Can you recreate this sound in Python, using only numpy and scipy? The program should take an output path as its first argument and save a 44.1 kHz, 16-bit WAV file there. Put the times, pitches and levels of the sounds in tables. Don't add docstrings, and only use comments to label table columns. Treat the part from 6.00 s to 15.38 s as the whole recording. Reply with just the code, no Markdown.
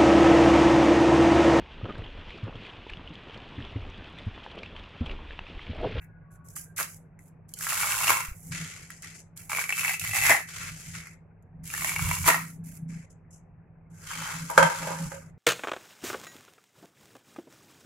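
import sys
import numpy as np
from scipy import signal
from scipy.fft import rfft, irfft
from scipy.io import wavfile
from scipy.ndimage import uniform_filter1d

SR = 44100
rng = np.random.default_rng(int(sys.argv[2]) if len(sys.argv) > 2 else 0)


def dump_mix(stems):
    frames = np.atleast_2d(stems).T
    limited = np.clip(frames, -1, 1)
    pcm = np.round(limited * 32767).astype(np.int16)
    wavfile.write(sys.argv[1], SR, pcm)


def field_ratio(decibels):
    return 10 ** (np.asarray(decibels, dtype=float) / 20)


N = 413658
STEP = 32

# (frequency [Hz], left minus right [dB])
PORT_DIFFERENCE = [(60, -3.5), (140, -0.5), (500, 0.5), (1170, 3), (2740, -1.5), (6410, 6.5), (9810, -6.5),
                   (15000, -13.5)]
# (frequency [Hz], likeness [0-1])
LIKENESS = [(60, .95), (150, .95), (380, .7), (950, .5), (2380, .55), (5980, .1), (15000, .15)]
# (frequency [Hz], level [dB])
SUPPRESS_BELOW = [(250, -85), (500, -65), (900, -54.5), (1500, -74), (2600, -80.5), (3600, -73),
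                  (5000, -84.5), (8000, -98), (13000, -94), (16000, -87.5)]

STAND_HZ, STAND_WIDTH_HZ = 164.6, 24
STAND_RING_DB, STAND_RUMBLE_DB, AIR_DB = -55.5, -56, -56
ROCK_PER_S, ROCK_DB, ROCK_TOP_S = 30, 4.5, 4.6
NUDGE_S = 0.0035
# (frequency [Hz], level [dB per Hz])
RUMBLE_COLOUR = [(22, -23), (41, -7), (59, -14.5), (88, -5.5), (102, 0), (120, -9.5), (150, -3.5),
                 (290, -70.5)]
# (frequency [Hz], level [dB per Hz])
AIR_COLOUR = [(120, -37), (200, -9.5), (280, -21), (449, -11), (739, -9), (1230, -17.5), (2080, -23.5),
              (2580, -27.5), (5000, -95.5)]
# (middle [s], half length [s], ring level [dB], rumble level [dB])
JOLTS = [(.3, 0.41, -81, -54), (1.987, 0.28, -79.5, -50.5), (2.564, 0.09, -38.5, -46),
         (4.078, 0.054, -54, -43), (4.265, 0.07, -47, -42.5), (4.68, 0.1, -47.5, -48),
         (4.937, 0.072, -45, -48), (5.625, 0.07, -45.5, -48.5), (5.862, 0.12, -50, -47),
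         (6.066, 0.061, -38, -30), (6.232, 0.05, -38, -35.5), (6.377, 0.086, -40, -57),
         (6.644, 0.12, -41.5, -67), (6.903, 0.094, -37.5, -67.5), (7.928, 0.02, -44.5, -69),
         (8.205, 0.053, -42.5, -65), (8.412, 0.07, -40, -53), (8.623, 0.046, -30, -55),
         (8.883, 0.093, -39, -69), (9.047, 0.039, -31.5, -66), (9.301, 0.25, -50.5, -54)]
# (time [s], height [full scale])
NUDGES = [
    (2.288, -.026),
    (2.32, 0.036),
]
ROOM_T60_S, ROOM_DB = 0.29, -5.5

# (frequency [Hz], level [dB], start [s], end [s])
POT_TONES = [
    (1466, -62, -0.54, 0.87),
    (1640, -63, -0.53, 0.53),
    (1120, -55, 0.16, 0.61),
    (1593, -59.5, 0.51, 0.814),
]

# (time [s], peak [dB], favoured frequency [Hz], crack against peak [dB])
KNOCKS = [(8.499, -19.5, 1080, -29), (8.512, -24.5, 1000, -23), (8.577, 4.5, 1190, -21.5),
          (8.627, -2, 2000, -21.5), (8.664, -20, 870, -18), (8.719, -26.5, 1000, -12),
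          (8.826, -25, 934, -13.5), (8.872, -23, 533, -10.5), (8.905, -20, 540, -22),
          (9.118, -24, 1140, -22), (9.14, -30, 540, -19)]
# (frequency [Hz], level [dB], 60 dB decay time [s])
PLATE_MODES = [(163, -21, 0.12), (374, -33, 0.263), (540, -4, 0.21), (651, -10, 0.13), (891, -1.5, 0.061),
               (953.4, -2, 0.15), (1230, -4, 0.06), (1546, -1.5, 0.065), (1737, -12.5, 0.083),
               (2136, -6.5, 0.0696), (2580, -12, 0.042), (3190, -13, 0.07)]
# (time [s], level [dB])
SWEEP = [(7.9, -53), (8.218, -39.5), (8.492, -42.5), (8.56, -34.5), (8.784, -36), (8.912, -28),
         (9.108, -42.5), (9.3, -52)]
RATTLE_DB, RATTLE_T60_S = -19, 0.16

# (frequency [Hz], level [dB per Hz])
BRIGHT_COLOUR = [(1760, -35), (3000, -3), (3750, -5.5), (5600, -3.5), (7460, 2.5), (8700, -4), (11000, -1),
                 (15100, -17.5), (16000, -3.5)]
# (frequency [Hz], level [dB per Hz])
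HOLLOW_COLOUR = [(1200, -29), (1500, -5), (1800, -3), (2080, 0.5), (2250, 0.5), (2450, -4.5), (2680, -3),
                 (2850, -16), (3600, -48.5)]
# (frequency [Hz], level [dB per Hz])
BODY_COLOUR = [(640, -28), (860, -2.5), (1050, 0), (1250, 1.5), (1500, 1.5), (1800, -16)]
# (frequency [Hz], level [dB per Hz])
CRUNCH_COLOUR = [(200, -24.5), (300, -5.5), (450, -2), (700, 3), (900, -29.5)]

# (time [s], crackle level [dB], cupping of the hand [dB])
SQUEEZES = [
    [(1.56, -53.5, 3), (1.62, -37.5, -2.5), (1.72, -33, 4.5), (2.01, -32, 3.5), (2.09, -28, 5),
     (2.24, -42.5, 10.5), (2.33, -59, 9.5)],
    [(3.495, -40.5, 7), (3.61, -36.5, 2.5), (3.68, -47.5, -1), (3.78, -36, 4.5), (3.9, -35, 9),
     (3.96, -39.5, -1.5), (3.985, -59, -5.5)],
    [(3.995, -42.5, -3), (4.05, -35, 0.5), (4.125, -39.5, 0.5), (4.16, -27, 3), (4.2, -31.5, 2),
     (4.31, -25, 10), (4.44, -53.5, 2.5)],
    [(5.635, -55, 1), (5.72, -42.5, 2), (5.9, -32.5, -1), (5.95, -41, 3), (6.13, -33, 1.5),
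     (6.21, -39.5, -5.5), (6.3, -30.5, 8.5), (6.4, -45, 10.5), (6.56, -62, -3)],
    [(7.9, -67, -4), (8.1, -40, -0.5), (8.31, -39, 4), (8.46, -44.5, -4), (8.78, -39, 1), (9.14, -45.5, -7),
     (9.3, -67.5, 7.5)],
]
# (hollow [dB], body [dB], low crunch [dB], top treble [dB])
SQUEEZE_VOICES = [
    (-1.5, -4, -25.5, 3.5),
    (-1, -9.5, -27.5, 4.5),
    (2, -10, -26, 3.5),
    (0, -5, -22.5, 4),
    (2.5, 1, -29, -7),
]
# (start [s], length [s], crackle level [dB], fade [dB per s], cupping [dB])
PICKS = [(0, 0.045, -75.5, -37, 22), (.303, 0.054, -64, 70, 2.5), (.44, 0.1, -64.5, -36.5, -3.5),
         (.553, 0.089, -39, 161, -7.5), (.764, 0.078, -38.5, 44.5, 5), (.87, 0.094, -52.5, 25.5, -4),
         (1.19, 0.096, -68, -10, 1.5), (1.48, 0.048, -63, 8, 1.5), (2.34, 0.16, -60, -42.5, -4.5),
         (3.36, .12, -50, 79, 4), (6.635, 0.14, -56, 2.5, 1.5)]
# (start [s], length [s], crackle level [dB], fade [dB per s], cupping [dB])
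SPRINKLES = [
    (2.51, 0.41, -35, 45.5, 3.5),
    (2.9, 0.17, -48, 64, -2.5),
    (3.02, 0.13, -42.5, 59, 3.5),
    (3.14, 0.069, -46.5, 19, -5.5),
    (6.88, 0.17, -51.5, 53, 5),
    (7.095, 0.025, -55, -13, -10),
    (7.303, 0.075, -50.5, 63, -16),
]
# (start [s], length [s], crackle level [dB], fade [dB per s], cupping [dB])
SHAKES = [
    (4.47, 0.13, -43.5, -12, 5),
    (4.59, 0.11, -39.5, 8, 7),
    (4.71, 0.28, -42.5, 15.5, -0.5),
    (4.93, 0.21, -42, 80, 7.5),
]
PICK_VOICE, SPRINKLE_VOICE = (1, -8, -28, 7), (1, -7.5, -20, -15.5)
SHAKE_VOICE = (-0.5, -8, -23.5, -8.5)
ATTACK_S, RELEASE_DB_PER_S = 0.012, 691
SHEEN_SLOPE = 0.2
CUP_SHARES = (0.97, 0.99, 0.63)
# (time [s], extra level [dB], rise [s], fall [s])
COLLAPSES = [
    (2.096, 6, 0.0063, 0.017),
    (.803, 7, 0.017, 0.011),
    (4.301, 0.5, 0.0026, 0.049),
    (6.282, 14.5, 0.019, 0.013),
]
# (hollow [dB], body [dB], crunch [dB])
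COLLAPSE_DEPTH_DB = (0.5, 3.5, 17.5)

# (time [s], hollow peak [dB], hollow frequency [Hz], body peak [dB])
FIRST_SNAPS = [(1.6091, -30, 1700, -38), (1.6242, -31.5, 2610, -42), (1.6364, -32.5, 2670, -41),
               (1.646, -30.5, 1980, -42), (1.6679, -28, 1735, -21.5), (1.6911, -22.5, 2670, -40),
               (1.7057, -21, 2630, -33), (1.7226, -27.5, 1745, -22.5), (1.7309, -26.5, 2663, -25.5),
               (1.7708, -32, 1690, -35.5), (1.812, -26, 2167, -33), (1.8321, -21, 2270, -19),
               (1.8441, -29, 2186, -22), (1.8559, -30.5, 1518, -28), (1.8701, -25.5, 2270, -27),
               (1.8848, -30.5, 2223, -33.5), (1.8933, -28, 2730, -30.5), (1.9069, -30, 1640, -30),
               (1.9201, -18.5, 2700, -31), (1.93, -28, 2288, -23), (1.9421, -25, 1510, -30.5),
               (1.9695, -32.5, 2220, -24.5), (1.982, -26.5, 2780, -31), (2.0032, -31.5, 2690, -29),
               (2.011, -28.5, 2280, -22.5), (2.033, -22, 2710, -25), (2.0425, -18.5, 2773, -25.5),
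               (2.0708, -18.5, 2243, -23.5), (2.0798, -11.5, 2814, -18.5), (2.0942, -14, 2240, -15.5),
               (2.104, -11.5, 2238, -9), (2.1185, -21, 1507, -20.5), (2.14, -28.5, 2233, -25),
               (2.1698, -35, 1505, -24.5), (2.2049, -26, 2206, -25.5)]
SECOND_SNAPS = [(3.4974, -27.5, 2290, -28), (3.5079, -33, 2170, -36), (3.5175, -21.5, 2240, -21.5),
                (3.5309, -19.5, 2300, -22.5), (3.5488, -19.5, 2300, -35), (3.5626, -22.5, 2410, -30),
                (3.5718, -17.5, 2190, -40), (3.5852, -21.5, 2300, -21), (3.5922, -16, 2230, -48),
                (3.6003, -24.5, 2270, -49), (3.6155, -22.5, 1690, -50.5), (3.6398, -19.5, 2260, -40),
                (3.6542, -33.5, 2270, -34), (3.6924, -15.5, 2300, -41.5), (3.7046, -17, 2000, -45),
                (3.7246, -13, 2610, -40), (3.7794, -26.5, 2230, -29), (3.7858, -26.5, 2240, -54),
                (3.7942, -19, 2580, -43), (3.8118, -22.5, 2570, -55), (3.8333, -25, 2280, -28.5),
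                (3.8478, -14.5, 2090, -32), (3.8598, -23, 1840, -36.5), (3.8798, -16, 2624, -31),
                (3.8943, -16, 2070, -30), (3.9086, -21, 2247, -37), (3.9396, -23.5, 2526, -41),
                (3.9456, -28, 2573, -45), (3.9955, -31.5, 2594, -51), (4.0146, -25, 2644, -38.5),
                (4.0411, -24.5, 2287, -36.5), (4.0495, -24.5, 1986, -38), (4.0641, -28.5, 2070, -46),
                (4.0921, -25.5, 2040, -38), (4.1115, -28, 2550, -44), (4.1346, -22, 2070, -31),
                (4.1506, -19, 2143, -29.5), (4.1672, -17, 2055, -32), (4.1769, -22.5, 2038, -31.5),
                (4.186, -20, 2220, -32.5), (4.2229, -21, 2030, -32.5), (4.2368, -16.5, 2110, -29.5),
                (4.2518, -13.5, 2060, -30), (4.2961, -12, 1750, -18.5), (4.3033, -9, 2010, -21.5),
                (4.315, -8, 1810, -23), (4.3224, -14, 1900, -21.5), (4.347, -17.5, 2030, -22),
                (4.3672, -21.5, 2020, -41)]
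THIRD_SNAPS = [(5.7018, -28, 2340, -46), (5.7385, -19.5, 1790, -52), (5.749, -24.5, 1760, -38),
               (5.7786, -29, 1750, -35), (5.8084, -24.5, 2060, -40), (5.8208, -25, 2200, -27),
               (5.8462, -16, 2000, -25.5), (5.8608, -32, 2320, -38), (5.8728, -31, 2200, -31.5),
               (5.8871, -26.5, 2260, -36.5), (5.8934, -20, 2210, -39), (5.9184, -24, 2280, -28.5),
               (5.9365, -30.5, 2246, -34), (5.962, -17.5, 2200, -31.5), (5.993, -27.5, 2260, -21.5),
               (5.9995, -29.5, 2300, -36.5), (6.0443, -30.5, 2200, -40.5), (6.059, -29, 2270, -39.5),
               (6.0706, -33, 2200, -32.5), (6.0916, -29, 2223, -33), (6.1125, -16.5, 2160, -22),
               (6.1679, -30.5, 2300, -31), (6.182, -33.5, 2760, -42), (6.215, -32, 2250, -37),
               (6.2425, -24.5, 2250, -30.5), (6.2619, -23.5, 2260, -22), (6.2809, -16.5, 2210, -10),
               (6.2881, -9.5, 1940, -14), (6.3005, -13, 1953, -19), (6.3232, -18, 1845, -32),
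               (6.3334, -17.5, 1860, -41), (6.3438, -17.5, 1870, -16), (6.3589, -25, 2150, -31)]
PLATE_SNAPS = [(8.1059, -31.5, 1560, -37), (8.1125, -28, 1510, -45), (8.1334, -27.5, 2250, -43),
               (8.2206, -33, 1710, -32), (8.2556, -35.5, 1610, -32.5), (8.2631, -37, 1670, -35.5),
               (8.2847, -34.5, 1510, -35), (8.2955, -39.5, 2220, -33), (8.3047, -33.5, 1810, -44),
               (8.3402, -37.5, 1510, -33)]
STRAY_SNAPS = [(0.566, -36, 1770, -33), (0.789, -22.5, 1520, -31.5), (0.8, -32, 2080, -23),
               (0.809, -30.5, 1760, -23.5), (0.83, -34.5, 2330, -40), (1.191, -43.5, 2000, -58),
               (2.903, -32.5, 1900, -37), (3.045, -34.5, 1930, -40), (4.63, -37.5, 2100, -47),
               (5.07, -33, 2080, -42)]
SPRAY_DB, SPRAY_SLOPE = (-3.5, -10, -9.5, -13.5, -13), -.3
# (time [s], peak [dB])
TICKS = [(0.486, -33.5), (0.504, -36.5), (0.556, -32), (0.763, -28), (0.8283, -15.5), (1.491, -36),
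         (1.538, -20), (1.5884, -22.5), (2.904, -29.5), (3.022, -27), (3.1924, -37), (3.375, -24.5),
         (3.768, -19), (3.996, -13.5), (4.0119, -29), (4.9317, -40), (5.654, -31), (5.6757, -23.5),
         (5.425, -51), (6.2302, -20.5), (8.502, -20.5), (8.514, -25.5)]
TICK_DB = -9.5
# (start [s], end [s], frequency [Hz], boost [dB])
CAVITIES = [(1.68, 2.3, 2200, 2), (1.8, 2.3, 2700, 5), (2.1, 2.3, 1030, 0.5), (2, 1.7, 1500, 3),
            (3.49, 4.2, 2280, 0.5), (3.7, 4.33, 2625, 7.5), (3.76, 4.46, 2030, 3.5), (4.1, 3.97, 2200, 5),
            (3.84, 4.46, 770, 7), (5.7, 6.3, 2260, 2.5), (6.26, 6.45, 1880, 2), (5.4, 6.27, 2750, 6.5),
            (5.9, 6.45, 985, 3), (8.05, 8.3, 3150, 11), (9, 8.45, 2400, 0.5), (4.26, 4.38, 1760, 4),
            (3.49, 3.78, 474, 11), (5.68, 6.1, 310, 8)]
CAVITY_WIDTH_HZ = 61


def unit_rms(x):
    return x / np.sqrt(np.mean(x ** 2) + 1e-20)


def per_sample(slow):
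    return [np.interp(np.arange(N) / STEP, np.arange(len(c)), c) for c in slow]


def at_hz(points, size=8192):
    hz = np.maximum(np.arange(size // 2 + 1) * SR / size, 1)
    table = np.array(points)
    return np.interp(np.log(hz), np.log(table[:, 0]), table[:, 1])


def causal(gain):
    fold = irfft(np.log(gain + 1e-6))
    fold[1:len(gain) - 1] *= 2
    fold[len(gain):] = 0
    return irfft(np.exp(rfft(fold)))


def colour(common, own, spectrum):
    alike = np.clip(at_hz(LIKENESS), 0, .98)
    gain = field_ratio(at_hz(spectrum))
    gain = gain / np.sqrt(np.mean(gain ** 2))
    out = []
    for side, sign in enumerate((1, -1)):
        port = gain * field_ratio(sign * at_hz(PORT_DIFFERENCE) / 2)
        shared = signal.oaconvolve(common[side], causal(port * np.sqrt(alike)))
        private = signal.oaconvolve(own[side], causal(port * np.sqrt(1 - alike)))
        out.append(shared[:N] + private[:N])
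    return np.array(out)


def splinter(strength, t60):
    burst = signal.lfilter([1], [1, -field_ratio(-60 / (t60 * SR))], strength + 1e-18)
    size = burst.shape[-1]
    return burst * rng.standard_normal(size), burst * rng.standard_normal((2, size))


def ring(clicks, hz, t60):
    r, w = field_ratio(-60 / (t60 * SR)), 2 * np.pi * hz / SR
    return signal.lfilter([0, np.sin(w)], [1, -2 * r * np.cos(w), r * r], clicks + 1e-18)


def kitchen(x):
    t = np.arange(int(.4 * SR)) / SR
    tail = rng.standard_normal((2, len(t))) * field_ratio(-60 * t / ROOM_T60_S) * (t > .003)
    tail = signal.lfilter([1], [1, -.5], tail)
    response = unit_rms(tail) / np.sqrt(len(t))
    return field_ratio(ROOM_DB) * signal.fftconvolve(x, response, axes=1)[:, :N]


def jolts():
    t = np.arange(0, N, STEP) / SR
    rocking = np.exp(-((t - 6.75) / .4) ** 2)
    throb = field_ratio(ROCK_DB * rocking * np.cos(2 * np.pi * ROCK_PER_S * (t - ROCK_TOP_S))) ** 2
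    power = field_ratio(np.array([[STAND_RING_DB], [STAND_RUMBLE_DB]])) ** 2
    for s, half, *db in JOLTS:
        swell = np.exp(-((t - s) / half) ** 4)
        power = power + throb * field_ratio(np.array(db))[:, None] ** 2 * swell
    return per_sample(10 * np.log10(power))


def stand():
    ring_db, rumble_db = jolts()
    shake = rng.standard_normal(N) + 0.3 * rng.standard_normal((2, N))
    hum = ring(ring(shake, STAND_HZ, 2.2 / STAND_WIDTH_HZ), STAND_HZ, .021)
    steady = np.sin(2 * np.pi * STAND_HZ * np.arange(N) / SR)
    hum = unit_rms(unit_rms(hum) + 2.4 * steady)
    thud = unit_rms(ring(ring(shake, 250, 0.051), 250, 0.051))
    white = rng.standard_normal((3, N))
    rumble = unit_rms(colour(white[[0, 0]], white[1:], RUMBLE_COLOUR))
    air = unit_rms(colour(white[[1, 1]], white[::2], AIR_COLOUR))
    return field_ratio(ring_db) * (hum + field_ratio(-17.0) * thud) + field_ratio(rumble_db) * rumble + field_ratio(AIR_DB) * air


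def nudges():
    t = np.arange(N) / SR
    return sum(height * np.exp(-((t - s) / NUDGE_S) ** 2) for s, height in NUDGES)


def pot():
    t, out = np.arange(SR) / SR, np.zeros((2, N))
    for hz, level_db, start, end in POT_TONES:
        swell = np.sin(np.pi * np.clip((t - start) / (end - start), 0, 1))
        wavering = unit_rms(ring(rng.standard_normal((2, SR)), hz, .09))
        steady = 1.1 * np.sin(2 * np.pi * hz * t)
        out[:, :SR] += field_ratio(level_db) * swell * (wavering + steady) / 2
    return out


def plate():
    s, peak_db, favoured_hz, crack_db = np.transpose(KNOCKS)
    at = (s * SR).astype(int)
    start_s, end_s = SWEEP[0][0], SWEEP[-1][0]
    t = np.arange(N) / SR
    inside = (np.arange(N) > start_s * SR) * (np.arange(N) < end_s * SR)
    slide = field_ratio(np.interp(t, *np.transpose(SWEEP)) - 33.5) * inside
    chatter = np.zeros(N)
    chatter[at] = field_ratio(np.minimum(peak_db, -2) + RATTLE_DB - 42.0)
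    slide = slide + signal.lfilter([1], [1, -field_ratio(-60 / (RATTLE_T60_S * SR))], chatter + 1e-18)

    first = int(start_s * SR)
    size = N - first
    patch_at = np.arange(0, size, 900)
    modes = np.zeros((2, N))
    for k, (hz, level_db, t60) in enumerate(PLATE_MODES):
        clicks = np.zeros(size)
        clicks[at - first] = field_ratio(peak_db - 25 - 4.5 * np.log2(hz / favoured_hz) ** 2)
        patches_db = np.interp(np.arange(size), patch_at, 4 * rng.standard_normal(len(patch_at)))
        common, own = splinter(clicks, 0.0096)
        grains = slide[first:] * field_ratio(-6.0 * np.log2(hz / 1100) ** 2)
        grains = grains * rng.standard_normal(size) * field_ratio(patches_db)
        push = 5.1 * (-1) ** k * clicks + common + 1.09 * own + grains
        modes[:, first:] += field_ratio(level_db) * ring(push, hz, 0.48 * t60)

    crack = np.zeros((2, N))
    crack[:, at] = field_ratio(peak_db + crack_db - 1.5)
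    common, own = splinter(crack, 0.11)
    dull = signal.butter(2, 10500, fs=SR, output="sos")
    bright = signal.sosfilt(dull, colour(common, own, BRIGHT_COLOUR))
    hollow = field_ratio(-4.5) * colour(common, own, HOLLOW_COLOUR)
    return modes * field_ratio([[-1.2], [1.2]]) + bright + hollow


def actions(t):
    for rows, voice in zip(SQUEEZES, SQUEEZE_VOICES):
        s, level_db, cup_db = np.transpose(rows)
        outside = np.maximum(s[0] - t, 0) * 10 + np.maximum(t - s[-1], 0)
        level = field_ratio(np.interp(t, s, level_db) - RELEASE_DB_PER_S * outside)
        yield level, np.interp(t, s, cup_db), voice
    kinds = ((PICKS, PICK_VOICE, 0), (SPRINKLES, SPRINKLE_VOICE, SHEEN_SLOPE), (SHAKES, SHAKE_VOICE, 0))
    for table, voice, slope in kinds:
        for start, length, db, fade, cup_db in table:
            age = t - start
            fallen_db = fade * np.clip(age, 0, length) + RELEASE_DB_PER_S * np.maximum(age - length, 0)
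            level = np.clip(age / ATTACK_S, 0, 1) * field_ratio(db - fallen_db)
            yield level, cup_db, (*voice[:3], voice[3] + slope * (db + 47.0))


def bump(t, middle, rise, fall):
    return np.exp(-np.where(t < middle, (middle - t) / rise, (t - middle) / fall) ** 2)


def collapse_db(t):
    swell = sum(db * bump(t, s, rise, fall) for s, db, rise, fall in COLLAPSES)
    depth = sum(bump(t, s, 0.0079, 0.018) for s, *_ in COLLAPSES)
    return swell, depth


def shower_db():
    t = np.arange(0, N, STEP) / SR
    power = np.full((5, len(t)), 1e-13)
    for level, cup_db, voice in actions(t):
        power[0] += level ** 2
        for k, share in enumerate((*CUP_SHARES, 0)):
            power[k + 1] += (level * field_ratio(voice[k] + share * cup_db)) ** 2
    bright, hollow, body, crunch, top = 10 * np.log10(power)
    swell_db, depth = collapse_db(t)
    layers = zip((hollow, body, crunch), COLLAPSE_DEPTH_DB)
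    deep = [db + swell_db + depth * extra for db, extra in layers]
    return per_sample([bright + swell_db + 1.5] + deep + [top - bright])


def crackle():
    bright_db, hollow_db, body_db, crunch_db, sheen_db = shower_db()
    clumps = unit_rms(signal.lfilter([1], [1, -.998], rng.standard_normal(N)))
    breaks = rng.random(N) < 900 * field_ratio(clumps) / SR
    born = breaks * field_ratio(2.6 * np.minimum(rng.exponential(1, N), 3.5))
    # (colour, level [dB], decay [s], spread of strengths [dB])
    layers = ((BRIGHT_COLOUR, bright_db - 0.55, .012, 1.5), (HOLLOW_COLOUR, hollow_db - 9.5, .007, 4.2),
              (BODY_COLOUR, body_db - 4.5, .008, 3.2), (CRUNCH_COLOUR, crunch_db - .6, .009, 3.1))
    out = 0
    for spectrum, level_db, t60, spread_db in layers:
        strength = born * field_ratio(spread_db * rng.standard_normal(N)) + 0.027
        common, own = splinter(strength * np.ones((2, 1)), t60)
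        scale = field_ratio(level_db) / np.sqrt(np.mean(own ** 2))
        out = out + colour(common * scale, own * scale, spectrum)
    top = signal.sosfiltfilt(signal.butter(2, 9000, "high", fs=SR, output="sos"), out)
    shoulder = signal.sosfiltfilt(signal.butter(2, [2900, 5000], "band", fs=SR, output="sos"), out)
    open_db = np.clip(hollow_db - bright_db, -30, 0)
    return out + (field_ratio(sheen_db) - 1) * top + (field_ratio(open_db) - 1) * shoulder


def snaps():
    rows = []
    for table, spray_db in zip((FIRST_SNAPS, SECOND_SNAPS, THIRD_SNAPS, PLATE_SNAPS, STRAY_SNAPS), SPRAY_DB):
        for s, db, hz, low_db in table:
            rows.append((s, db, spray_db + SPRAY_SLOPE * (db + 20.5), hz, low_db))
    s, peak_db, bright_db, hollow_hz, body_db = np.transpose(rows)
    hollow, spray, t = np.zeros((2, N)), np.zeros((2, N)), np.arange(600) / SR
    for k, chance in enumerate(rng.uniform(-0.89, 1, (len(s), 4))):
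        hz, body_hz = hollow_hz[k], 1250 * (1 + .2 * chance[2])
        click = field_ratio(peak_db[k] + 1) * np.sin(2 * np.pi * hz * t) * field_ratio(-60 * t * hz / 18)
        click = click + field_ratio(body_db[k] + 6) * np.sin(2 * np.pi * body_hz * t) * field_ratio(-60 * t * body_hz / 6)
        click = click + 0.46 * np.roll(click, int((0.002347 + .001 * chance[0]) * SR))
        lag = int(1.5 + 6.4 * chance[1])
        for side, at in enumerate(int(s[k] * SR) + np.array([lag, 0])):
            hollow[side, at:at + len(t)] += click * field_ratio(0.69 * chance[3] * (-1) ** side)
    spray[:, (s * SR).astype(int)] = field_ratio(peak_db + bright_db - 1.5)
    tick_s, tick_db = np.transpose(TICKS)
    spray[:, (tick_s * SR).astype(int)] = field_ratio(tick_db + TICK_DB)
    hollow = signal.sosfilt(signal.butter(4, [720, 3000], "band", fs=SR, output="sos"), hollow)
    crumbs = colour(*splinter(spray * field_ratio(-10.5), 0.033), BRIGHT_COLOUR)
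    common, own = splinter(spray, 0.021)
    edge = colour(common + 2.3 * spray, own, BRIGHT_COLOUR)
    thin = signal.butter(2, 3800, "high", fs=SR, output="sos")
    return hollow + signal.sosfilt(thin, edge + crumbs)


def cavities(x):
    out, r = x.copy(), np.exp(-np.pi * CAVITY_WIDTH_HZ / SR)
    for start, end, hz, boost_db in CAVITIES:
        span = slice(int(start * SR), int(end * SR))
        fade = np.minimum(2 * np.sqrt(np.hanning(span.stop - span.start)), 1)
        rung = signal.lfilter([1, 0, -1], [1, -2 * r * np.cos(2 * np.pi * hz / SR), r * r], x[:, span])
        out[:, span] += field_ratio(boost_db) * (1 - r * r) / 2 * fade * rung
    return out


def scene():
    knocks = signal.sosfilt(signal.butter(2, 130, "high", fs=SR, output="sos"), plate())
    pasta = cavities(crackle() + snaps())
    room = kitchen(knocks + 0.72 * pasta)
    return pasta + knocks + room + pot() + stand() + nudges()


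def suppress(x):
    cells = signal.stft(x, nperseg=512, noverlap=384)[2]
    power = uniform_filter1d(np.abs(cells) ** 2, size=5, axis=2)
    power = uniform_filter1d(power, size=3, axis=1)
    limit = field_ratio(at_hz(SUPPRESS_BELOW, size=512))[:, None] ** 2
    gain = np.maximum((power / (power + limit)) ** 1.3, field_ratio(-11.5))
    return signal.istft(cells * gain, nperseg=512, noverlap=384)[1][:, :N]


def low_pass(x):
    return signal.sosfilt(signal.butter(12, 16150, fs=SR, output="sos"), x)


def record(dry):
    rounded = .95 * np.tanh(suppress(dry) / .95)
    band_limit = signal.cheby2(10, 60, 16700, fs=SR, output="sos")
    return low_pass(signal.sosfilt(band_limit, rounded))


dry = scene()
out = record(dry)
dump_mix(out)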